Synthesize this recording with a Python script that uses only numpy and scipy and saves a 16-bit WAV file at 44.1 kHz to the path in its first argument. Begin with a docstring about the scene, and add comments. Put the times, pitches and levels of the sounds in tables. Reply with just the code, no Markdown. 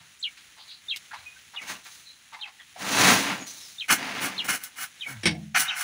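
"""A walled outdoor passage: a wheelbarrow is pushed up and tips its soil onto a heap; a shovel rakes the rest out.
Soil is shaped noise made of many tiny impacts; the steel blade and frame are resonators that such grains excite.
The barrow drops back on its legs with a clank, and its tray booms as a set of decaying sines.
A small bird repeats one falling chirp of gliding near-sine notes, among other bird notes and thin squeaks.
Grainy noise forms the outdoor hush, and short echoes come off the walls and ground."""
import sys
import numpy as np
from scipy import signal
from scipy.fft import rfft, irfft, next_fast_len
from scipy.io import wavfile

SR = 44100
rng = np.random.default_rng(int(sys.argv[2]) if len(sys.argv) > 2 else 0)


def persist_wave(psi):
    """Save psi, clipped to +-1, as 16-bit WAV."""
    counts = np.round(np.clip(psi, -1, 1) * 32767).astype(np.int16)
    wavfile.write(sys.argv[1], SR, np.atleast_2d(counts).T)


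N = 257103
TIME = np.arange(N) / SR

# slides of soil: (time [s], swell [s], hold [s], fade t60 [s], flow level [dB],
# thud of the landing mass [dB], fizz of fine crumbs [dB])
SOIL_SLIDES = [(1.579, 0.042, 0.011, 0.17, -46, -48.5, -46.5),
               (1.628, 0.068, 0.015, 0.27, -36.5, -42.5, -37), (2.737, 0.3, 0.073, 0.64, -19, -18.5, -19.5),
               (3.164, .12, 0.025, 0.38, -29.5, -31, -54), (3.334, 0.064, .015, 0.073, -62, -35, -64),
               (3.913, .07, 0.26, 1, -35, -36, -43.5)]
# fines that trickle on after a slide: (time [s], hold [s], level [dB])
FINE_TRICKLES = [(1.834, 0.1, -48), (3.461, 0.018, -40.5), (3.564, 0.11, -46)]
# spectra of the flow, thud and fizz of soil: (frequency [Hz], density [dB per Hz])
FLOW_SPECTRUM = [(200, -31), (500, -12.5), (780, -2), (1150, -2.5), (1800, -1.5), (2800, -3.5), (4100, -15),
                 (5000, -12.5), (8000, -35), (16000, -61)]
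THUD_SPECTRUM = [(30, -36), (80, -28), (105, -12), (135, -5.5), (170, -10), (192, -1), (235, -7), (278, 0),
                 (330, -11), (430, -11), (900, -17), (4000, -74)]
FIZZ_SPECTRUM = [(1000, -15), (3000, -8), (4100, 2), (5000, -6), (6300, 2), (8000, -9), (9800, -5),
                 (12000, -14.5), (13500, -21), (15300, -6)]
# spectrum of loose clods and pebbles that land on their own: (frequency [Hz], density [dB per Hz])
CLOD_SPECTRUM = [(120, -3), (300, -24), (520, 9), (1000, -28), (1900, 15.5), (4000, 9), (7000, -36),
                 (11000, -49), (15500, -49)]
# shovel strokes: (time [s], rise [s], hold [s], blade ring [dB], grit [dB], soil thud [dB])
SHOVEL_STROKES = [(3.88, 0.015, .012, -26.5, -30, -46), (3.899, 0.0012, 0.031, -18.5, -18, -32),
                  (4.196, 0.043, 0.024, -28.5, -28.5, -40), (4.44, 0.0035, 0.017, -35.5, -34.5, -47),
                  (4.474, 0.019, 0.015, -24.5, -25, -40.5), (4.507, 0.011, 0.037, -31, -30, -43.5),
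                  (4.588, 0.023, 0.061, -47, -45, -82), (4.634, .003, 0.0047, -53, -33.5, -78),
                  (4.755, 0.058, 0.028, -35, -33, -58), (5.057, .02, 0.044, -46, -41.5, -50),
                  (5.544, 0.0069, 0.019, -19, -36, -59), (5.55, 0.031, 0.04, -28.5, -21.5, -47.5),
                  (5.61, 0.025, .11, -33, -57, -80), (5.745, 0.04, 0.046, -31.5, -30.5, -80)]
# resonances of the blade damped by soil: (frequency [Hz], width [Hz], level [dB])
BLADE_MODES = [(750, 88, -5), (1377, 303, -0.5), (1513, 32, 10), (1649, 73, 0.5), (1877, 260, -2.5),
               (2134, 34, 8), (2405, 190, -1.5), (2933, 170, -1), (3620, 480, -18.5), (4180, 130, -12),
               (5950, 590, -11.5), (6130, 1800, -63.5)]
# spectrum of grit rasping on steel: (frequency [Hz], density [dB per Hz])
GRIT_SPECTRUM = [(600, -25), (2000, -8), (4000, -2), (5000, -5), (6200, 2), (7900, -5), (9300, 1),
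                 (11000, -1.5), (13300, -10), (15400, -1)]
# legs and frame striking the ground: (time [s], clank [dB], tray boom [dB])
LEG_STRIKES = [(5.232, -28, -34.5), (5.255, -16, -20.5), (5.261, -16.5, -24), (5.269, -18, -52)]
# resonances of the steel frame: (frequency [Hz], width [Hz], level [dB])
FRAME_MODES = [(790, 1200, -6.5), (1700, 120, 10), (2196, 110, 14), (2650, 250, 7.5), (3200, 470, 4),
               (3900, 220, 5.5), (4510, 280, 2), (5500, 340, 5.5), (8670, 830, 0), (10400, 1700, -15)]
# modes of the sheet-metal tray: (settled frequency [Hz], level within the boom [dB], t60 [s])
TRAY_MODES = [(81.1, -22, 0.77), (106, -4, 0.1495), (147, -12.5, 0.82), (163, -10.5, 0.7), (208, -9, 0.77),
              (243, -3.5, 0.076), (307.5, -4.5, 0.3), (364, -21, 0.039), (461, -10, 0.2), (643, -20, 0.39),
              (710, -28, 0.4), (803, -21, 0.34)]
# the tray flexing as its load leaves it:
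# (time [s], length [s], start pitch [Hz], end pitch [Hz], level [dB], waver [share of pitch])
TRAY_FLEXES = [(5.08, 0.16, 143, 86.5, -42.5, 0.16), (5.12, 0.09, 240, 195, -51.5, 0.027),
               (5.3, 0.11, 794, 660, -51.5, 0.017)]
# scuffs and creaks as the barrow is pushed and tipped: (time [s], level [dB], t60 [s],
# resonance [Hz], sharpness Q [-], scratch against the resonance [dB])
BARROW_JOLTS = [(0.0, -54.5, .24, 151, 3.4, 0), (.365, -50, 0.24, 2780, 1, -10),
                (.565, -58.5, 0.36, 960, 1.5, 3), (1.107, -41, 0.24, 1550, 3.4, -5),
                (1.13, -37.5, .1, 960, 3.6, -0.5), (1.16, -60, 0.54, 90, 2.6, 9.5),
                (1.532, -49.5, 0.21, 980, 1.4, 5), (1.61, -55, 0.3, 1580, 1.2, 5),
                (1.688, -39, 0.075, 1510, 2.2, -16), (1.849, -54, 0.3, 1910, 0.69, 6.5),
                (2.318, -45.5, 0.3, 960, 3.3, 0), (2.336, -42.5, 0.051, 2120, 17, 3),
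                (2.38, -50.5, 0.49, 830, 11, -2), (2.445, -51, 0.18, 836, 13, 2),
                (2.47, -49, 0.092, 1117, 16, 6), (2.59, -45.5, 0.11, 1860, 9, -11),
                (2.598, -49, .11, 3280, 8.5, -6), (2.755, -46.5, 0.3, 735, 3.5, -2),
                (5.055, -48, 0.42, 800, 1.7, -16), (5.078, -44, 0.43, 1610, 2.5, -11)]
# spectrum of the dull scratch: (frequency [Hz], density [dB per Hz])
SCRATCH_SPECTRUM = [(150, -20), (450, -20), (750, -3), (2000, 0), (4200, -8), (8000, -24), (16000, -42)]
# single stones hitting steel or ground: (time [s], level [dB], treble end of the spectrum [dB per Hz])
STONE_HITS = [(0.961, -29.5, -17), (0.97, -32.5, -14), (3.039, -20, -22), (3.89, -33, -24),
              (4.241, -31, -1), (4.448, -47, 3), (4.637, -25, 12), (5.55, -37, -22)]
# spectrum of a stone's tick below its treble end: (frequency [Hz], density [dB per Hz])
STONE_SPECTRUM = [(300, -29), (800, -26), (1600, -11.5), (2600, 2.5), (5000, -1.5)]
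# chirps of the near bird: (time [s], level [dB], length [factor], pitch [factor], opening note [dB])
BIRD_CHIRPS = [(.226, -24.5, 1.06, 1.03, -48), (0.897, -24.5, 1.01, .98, -28),
               (1.56, -30.5, 0.86, 0.9, -47), (2.41, -31.5, 1.17, 0.96, -49),
               (3.796, -28.5, 0.98, .97, -32), (4.378, -24, 0.96, 1.02, -37.5), (5.007, -30, 1, 0.9, -56),
               (5.681, -23.5, 1.0, 0.94, -40)]
# other bird notes and thin squeaks:
# (time [s], length [s], start pitch [Hz], level [dB], waver [share of pitch])
OTHER_PEEPS = [(0.57, 0.077, 3980, -47, 0.16), (0.667, 0.086, 4130, -43, 0.13),
               (1.131, 0.081, 4110, -52.5, 0.034), (1.256, .03, 2516, -38.5, 0.0022),
               (1.295, 0.064, 2520, -54, 0.0037), (1.356, 0.028, 1544, -50.5, 0.0044),
               (1.61, 0.027, 2260, -39.5, .01), (2.051, 0.068, 4110, -44, .04),
               (3.378, 0.087, 6760, -44, 0.0244), (3.463, 0.046, 6050, -39.5, 0.05),
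               (3.59, 0.097, 5290, -48, 0.048), (5.057, 0.026, 2250, -32, .007)]
# spectrum of still air between the walls: (frequency [Hz], density [dB per Hz])
AIR_SPECTRUM = [(20, -50), (45, -14), (80, -8.5), (170, -10.5), (300, -14), (520, -21), (760, -15.5),
                (1000, -14.5), (1700, -6), (2200, -5), (4100, -7), (4800, -13), (6600, -8), (8000, -16),
                (10500, -13), (13300, -32.5), (15500, -14.5)]
# course of the air's level: (time [s], level [dB])
AIR_LEVEL = [(0, -54.5), (1.5, -53), (2.6, -55), (5.15, -51.5), (5.5, -60), (5.83, -55)]
# echoes off the walls and ground: (delay [s], gain [factor])
WALL_ECHOES = [(.0031, 0.2), (.0074, -.28), (0.0114, 0.36), (0.0186, -.17), (.027, 0.18)]

# a slide breaks loose over a share of its swell and gains SWELL_DB of mass; the mass lands FALL_S later
BREAK_SHARE, SWELL_DB, FALL_S = 0.28, 24.5, 0.0082
TRICKLE_RISE_S, TRICKLE_T60_S = 0.0083, 0.82
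# grit builds as the blade sinks in (share of the hold); a stroke stops quickly, and a faint spill runs on
SINK_SHARE, STROKE_T60_S, SPILL_DB, SPILL_T60_S = 0.33, 0.12, -19, 0.22
BLADE_BASS_CUT_HZ, GRIT_RING_T60_S = 275, 0.022
# legs: chatter onset and decays of the clank below and above the split
CHATTER_S, CLANK_T60_S, TREBLE_T60_S, TREBLE_SPLIT_HZ = 0.0022, 0.12, 0.064, 6500
# tray: pitch starts SAG_SHARE high and settles with time constant SAG_S, with a random wobble
SAG_SHARE, SAG_S, WOBBLE_SHARE, WOBBLES_PER_S = 0.103, 0.0266, 0.0383, 46.2
# the barrow rocks to rest: spacing, first bounce and loss per bounce as (clank [dB], boom [dB])
BOUNCE_S, BOUNCE_DB, BOUNCE_LOSS_DB = 0.04, (-36, -34.5), (11, 5.5)
JOLT_RISE_S, STONE_T60_S = 0.012, 0.036
# a chirp is a quick run of syllables, each a step lower (pitch ratio) and itself falling (share)
SYLLABLE_S, SYLLABLE_OVERLAP, TOP_HZ, PITCH_STEP, SYLLABLE_FALL = 0.0095, 1.16, 4244, 0.83, 0.131
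SYLLABLE_GROWTH = 1.2  # each syllable lasts this much longer than the one before
LOUDEST_SYLLABLE, TAPER_DB = 0.96, 3  # counted from 0; the loss grows as the squared distance from it
# a short level note opens the run
OPENING_LEAD_S, OPENING_S, OPENING_HZ = 0.0146, 0.015, 3624
# a thin whistle arches up and down before the first chirp
ARCH_AT_S, ARCH_S, ARCH_FOOT_HZ, ARCH_TOP_HZ, ARCH_DB = 0.188, 0.035, 4260, 8030, -49.5
PEEP_SAG = 0.0198  # share by which the pitch of each other note or squeak falls
BASS_CUT_HZ, BAND_LIMIT_HZ = 47, 15700


def soil():
    """Granular flow: crumbs and clods slide in clumps, the mass thuds onto the heap and the fines fizz."""
    power = np.zeros((3, N))  # independent noises add by power
    for start, swell, hold, t60, *db in SOIL_SLIDES:
        t = TIME - start
        loose = BREAK_SHARE * swell
        gathering = amp(-SWELL_DB * np.clip(1 - t / swell, 0, 1))
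        breaking = np.clip(t / loose, 0, 1)
        sliding = gathering * breaking * envelope(t, loose, swell + hold - loose, t60)
        landed = np.interp(TIME - FALL_S, TIME, sliding)
        power += (amp(db)[:, None] * [sliding, landed, sliding]) ** 2
    for start, hold, db in FINE_TRICKLES:
        trickle = envelope(TIME - start, TRICKLE_RISE_S, hold, TRICKLE_T60_S)
        power[2] += (amp(db) * trickle) ** 2

    clumps = wander(N, 100)  # one random course in dB moves all three parts together
    flow = amp(0.4 * clumps) * colour(grains(per_s=6500, spread_db=0), FLOW_SPECTRUM)
    clods = amp(-11) * crumble(per_s=130, spread_db=2, t60=0.046)
    thud = amp(-5.5) * colour(amp(0.59 * clumps) * rng.standard_normal(N), THUD_SPECTRUM)
    fizz = amp(-0.5 + 1.4 * clumps) * colour(grains(per_s=20000, spread_db=0), FIZZ_SPECTRUM)
    return (np.sqrt(power) * [flow + clods, thud, fizz]).sum(0)


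def shovel():
    """Frictional excitation of a plate: grit drags over the blade, which rings, and shoves a little soil."""
    power = np.zeros((3, N))
    for start, rise, hold, *db in SHOVEL_STROKES:
        t = TIME - start
        sink = SINK_SHARE * hold
        spill = amp(SPILL_DB) * envelope(t, rise, hold, SPILL_T60_S)
        contact = np.maximum(envelope(t, rise, hold, STROKE_T60_S), spill)
        depth = np.maximum(envelope(t, rise + sink, hold - sink, STROKE_T60_S), spill)
        power += (amp(db)[:, None] * [contact, depth, depth]) ** 2

    slips = amp(wander(N, 280))
    blade = ring(grains(per_s=7600, spread_db=0), BLADE_MODES)
    blade = unit(highpass(blade, BLADE_BASS_CUT_HZ))  # the blade's ring carries little bass
    grit = colour(grains(per_s=22000, spread_db=4.5), GRIT_SPECTRUM)
    # the blade's many close high modes draw every grain out into a short ring
    t = np.arange(SR // 10) / SR
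    dense_modes = rng.standard_normal(len(t)) * amp(-60 * t / GRIT_RING_T60_S)
    grit = unit(signal.oaconvolve(grit, dense_modes)[:N])
    thud = colour(rng.standard_normal(N), THUD_SPECTRUM)
    return slips * (np.sqrt(power) * [blade, grit, thud]).sum(0)


def landing():
    """Impact excitation: a quick cluster of leg strikes makes the frame clank and the tray modes boom."""
    out, t = np.zeros(N), np.arange(SR) / SR
    bounces = []
    for k in range(3):
        start = LEG_STRIKES[-1][0] + (k + 1) * BOUNCE_S
        levels = np.subtract(BOUNCE_DB, np.multiply(k, BOUNCE_LOSS_DB))
        bounces.append((start, *levels))
    split = signal.butter(3, TREBLE_SPLIT_HZ, "high", fs=SR, output="sos")
    for start, clank_db, boom_db in list(LEG_STRIKES) + bounces:
        chatter = ring(grains(per_s=15000, spread_db=1.6, size=len(t)), FRAME_MODES)
        treble = signal.sosfiltfilt(split, chatter)
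        # high modes die first
        clank = (chatter - treble) * amp(-60 * t / CLANK_T60_S) + treble * amp(-60 * t / TREBLE_T60_S)
        # soil left in the tray jumps and thumps down again
        boom = amp(-15 - 60 * t / 0.32) * colour(rng.standard_normal(len(t)), THUD_SPECTRUM)
        for hz, db, t60 in TRAY_MODES:
            wobble = WOBBLE_SHARE * wander(len(t), WOBBLES_PER_S)
            pitch = hz * (1 + SAG_SHARE * np.exp(-t / SAG_S) + wobble)
            cycles = np.cumsum(pitch) / SR + rng.random()
            boom = boom + amp(db - 60 * t / t60) * np.sin(2 * np.pi * cycles)
        onset = np.minimum(t / CHATTER_S, 1)
        add(out, start, onset * (amp(clank_db) * clank + amp(boom_db) * boom))
    return out


def tray_flex():
    """Modal glide: the tray's pitch falls as its load leaves it."""
    return notes(TRAY_FLEXES)


def jolts():
    """Rubbing excitation: a resonance of the barrow or ground sounds with some dull scratch."""
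    out, t = np.zeros(N), np.arange(SR // 2) / SR
    for start, db, t60, hz, q, scratch_db in BARROW_JOLTS:
        width = hz / q
        rub = grains(per_s=6700, spread_db=0, size=len(t))
        body = ring(ring(rub, [(hz, width, 0)]), [(hz, 2 * width, 0)])
        scratch = colour(rub, SCRATCH_SPECTRUM)
        force = amp(db) * envelope(t, JOLT_RISE_S, 0, t60)
        add(out, start, force * (body + amp(scratch_db) * scratch))
    return out


def stones():
    """Brief hard impacts: each stone is a sharp tick of decaying noise."""
    out, t = np.zeros(N), np.arange(SR // 10) / SR
    for start, db, treble_db in STONE_HITS:
        crack = colour(rng.standard_normal(len(t)), STONE_SPECTRUM + [(15500, treble_db)])
        add(out, start, amp(db - 60 * t / STONE_T60_S) * crack)
    return out


def bird():
    """Frequency-modulated whistle: an opening note, then syllables that step down and lengthen."""
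    out = np.zeros(N)
    for start, db, stretch, pitch, opening_db in BIRD_CHIRPS:
        opening = note(OPENING_S, OPENING_HZ, OPENING_HZ, opening_db, waver=0.011)
        add(out, start - OPENING_LEAD_S, opening)
        for k in range(4):
            step_s = SYLLABLE_S * stretch * SYLLABLE_GROWTH ** k
            hz = TOP_HZ * pitch * PITCH_STEP ** k
            end_hz = hz * (1 - SYLLABLE_FALL)
            syllable_db = db - TAPER_DB * (k - LOUDEST_SYLLABLE) ** 2
            add(out, start, note(step_s * SYLLABLE_OVERLAP, hz, end_hz, syllable_db, waver=0.042))
            start += step_s
    arch = np.sin(np.linspace(0, np.pi, round(ARCH_S * SR)))
    arch_hz = ARCH_FOOT_HZ + (ARCH_TOP_HZ - ARCH_FOOT_HZ) * arch
    add(out, ARCH_AT_S, whistle(arch_hz, ARCH_DB, waver=0.0084))
    return out


def peeps():
    """Gliding tones: other bird notes and thin squeaks, some faint and some clear, each sagging in pitch."""
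    return notes([(start, length, hz, hz * (1 - PEEP_SAG), db, waver)
                  for start, length, hz, db, waver in OTHER_PEEPS])


def air():
    """Superposed random impulses: an outdoor hush with a faint crunch of grit on the ground."""
    seconds, db = np.transpose(AIR_LEVEL)
    drift_db = 1.6 * wander(N, 16)
    hush = colour(grains(per_s=14000, spread_db=0), AIR_SPECTRUM)
    crunch = amp(-15.5) * crumble(per_s=30, spread_db=0, t60=0.077)
    return amp(np.interp(TIME, seconds, db) + drift_db) * (hush + crunch)


def passage(x, wet_db, t60, walls):
    """Early reflection and scattering: wall echoes and a short masonry tail; the sky takes the rest."""
    t = np.arange(SR // 2) / SR
    tail = grains(per_s=2000, spread_db=1, size=len(t)) * (t > 0.004)
    tail = highpass(tail * amp(-60 * t / t60), 610)
    response = amp(wet_db) * tail / np.linalg.norm(tail)
    response[0] = 1  # direct sound
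    for delay, gain in WALL_ECHOES:
        response[round(delay * SR)] += walls * gain
    return signal.fftconvolve(x, response / np.linalg.norm(response))[:N]  # unit energy


def crumble(per_s, spread_db, t60):
    """Clustered impacts: separate clods each burst into a short puff of crumbs, at rms 1."""
    t = np.arange(SR // 10) / SR
    power = signal.oaconvolve(grains(per_s, spread_db) ** 2, amp(-60 * t / t60) ** 2)[:N]
    return colour(np.sqrt(np.abs(power)) * rng.standard_normal(N), CLOD_SPECTRUM)


def grains(per_s, spread_db, size=N):
    """Shot noise: tiny impacts at random moments, at rms 1; a spread above 0 makes a few large."""
    height = amp(spread_db * np.minimum(rng.exponential(1, size), 4))
    struck = rng.random(size) < per_s / SR
    return unit(height * rng.standard_normal(size) * struck)


def ring(x, modes):
    """Modal superposition: x drives parallel resonances (frequency, width, level), at rms 1."""
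    total = np.zeros(len(x))
    for k, (hz, width, db) in enumerate(modes):
        b, a = signal.iirpeak(hz, hz / width, SR)
        total += (-1) ** k * amp(db) * signal.lfilter(b, a, x)  # neighbours alternate in sign
    return unit(total)


def colour(x, points):
    """Linear filtering: gives x a spectral weight drawn on a log-frequency axis, at rms 1."""
    size = next_fast_len(len(x))
    hz, db = np.transpose(points)
    log_bins = np.log(np.fft.rfftfreq(size, 1 / SR) + 1)  # 1 Hz added to avoid log 0
    gain = amp(np.interp(log_bins, np.log(hz), db))
    return unit(irfft(rfft(x, size) * gain, size)[:len(x)])


def whistle(hz, db, waver):
    """Phase as the integral of frequency: a near-sine note along a pitch curve, with rounded ends."""
    pitch = hz * (1 + waver * wander(len(hz), 506.7))
    tone = np.sin(2 * np.pi * np.cumsum(pitch) / SR)
    return np.sqrt(2) * amp(db) * tone * signal.windows.hann(len(hz)) ** 0.5


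def note(length, start_hz, end_hz, db, waver):
    """Linear frequency sweep: a short straight glide."""
    return whistle(np.linspace(start_hz, end_hz, round(length * SR)), db, waver)


def notes(rows):
    """Superposition of glides: rows of (time, length, start pitch, end pitch, level, waver)."""
    out = np.zeros(N)
    for start, *shape in rows:
        add(out, start, note(*shape))
    return out


def envelope(t, rise, hold, t60):
    """Exponential decay after a linear attack and a hold, t seconds after the start."""
    return np.clip(t / rise, 0, 1) * amp(-60 * np.clip((t - rise - hold) / t60, 0, 2))


def wander(size, per_s):
    """Random modulation: straight lines between per_s normal random values a second."""
    knots = rng.standard_normal(4096)
    return np.interp(np.arange(size) * per_s / SR, np.arange(len(knots)), knots)


def highpass(x, hz):
    """Fourth-order high-pass filtering: attenuates the bass below hz."""
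    return signal.sosfilt(signal.butter(4, hz, "high", fs=SR, output="sos"), x)


def amp(db):
    """Logarithmic level: the amplitude ratio of a level in dB."""
    return 10 ** (np.asarray(db) / 20)


def unit(x):
    """Mean-square normalisation: scales x to rms 1."""
    return x / np.sqrt(np.mean(x ** 2) + 1e-20)


def add(mix, start, sound):
    """Linear superposition: adds a sound into the mix at start seconds, cut off at the end."""
    part = mix[round(start * SR):][:len(sound)]
    part += sound[:len(part)]


def scene():
    """Superposition of work, near bird, other notes and air, the first three with their own echoes."""
    sources = soil() + shovel() + landing() + tray_flex() + jolts() + stones()
    work = passage(sources, wet_db=-12.5, t60=0.049, walls=0.28)
    near = passage(bird(), wet_db=-2, t60=0.077, walls=0.14)
    others = passage(peeps(), wet_db=1.5, t60=0.22, walls=1)
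    return (work + near + others + air())[None]


def record(dry):
    """Band-pass transduction: the small microphone loses the deep bass; then the band limit."""
    thin = highpass(dry, BASS_CUT_HZ)
    lowpass = signal.firwin(801, BAND_LIMIT_HZ, window=("kaiser", 8), fs=SR)
    return signal.oaconvolve(thin, lowpass[None], "same")


dry = scene()
out = record(dry)
persist_wave(out)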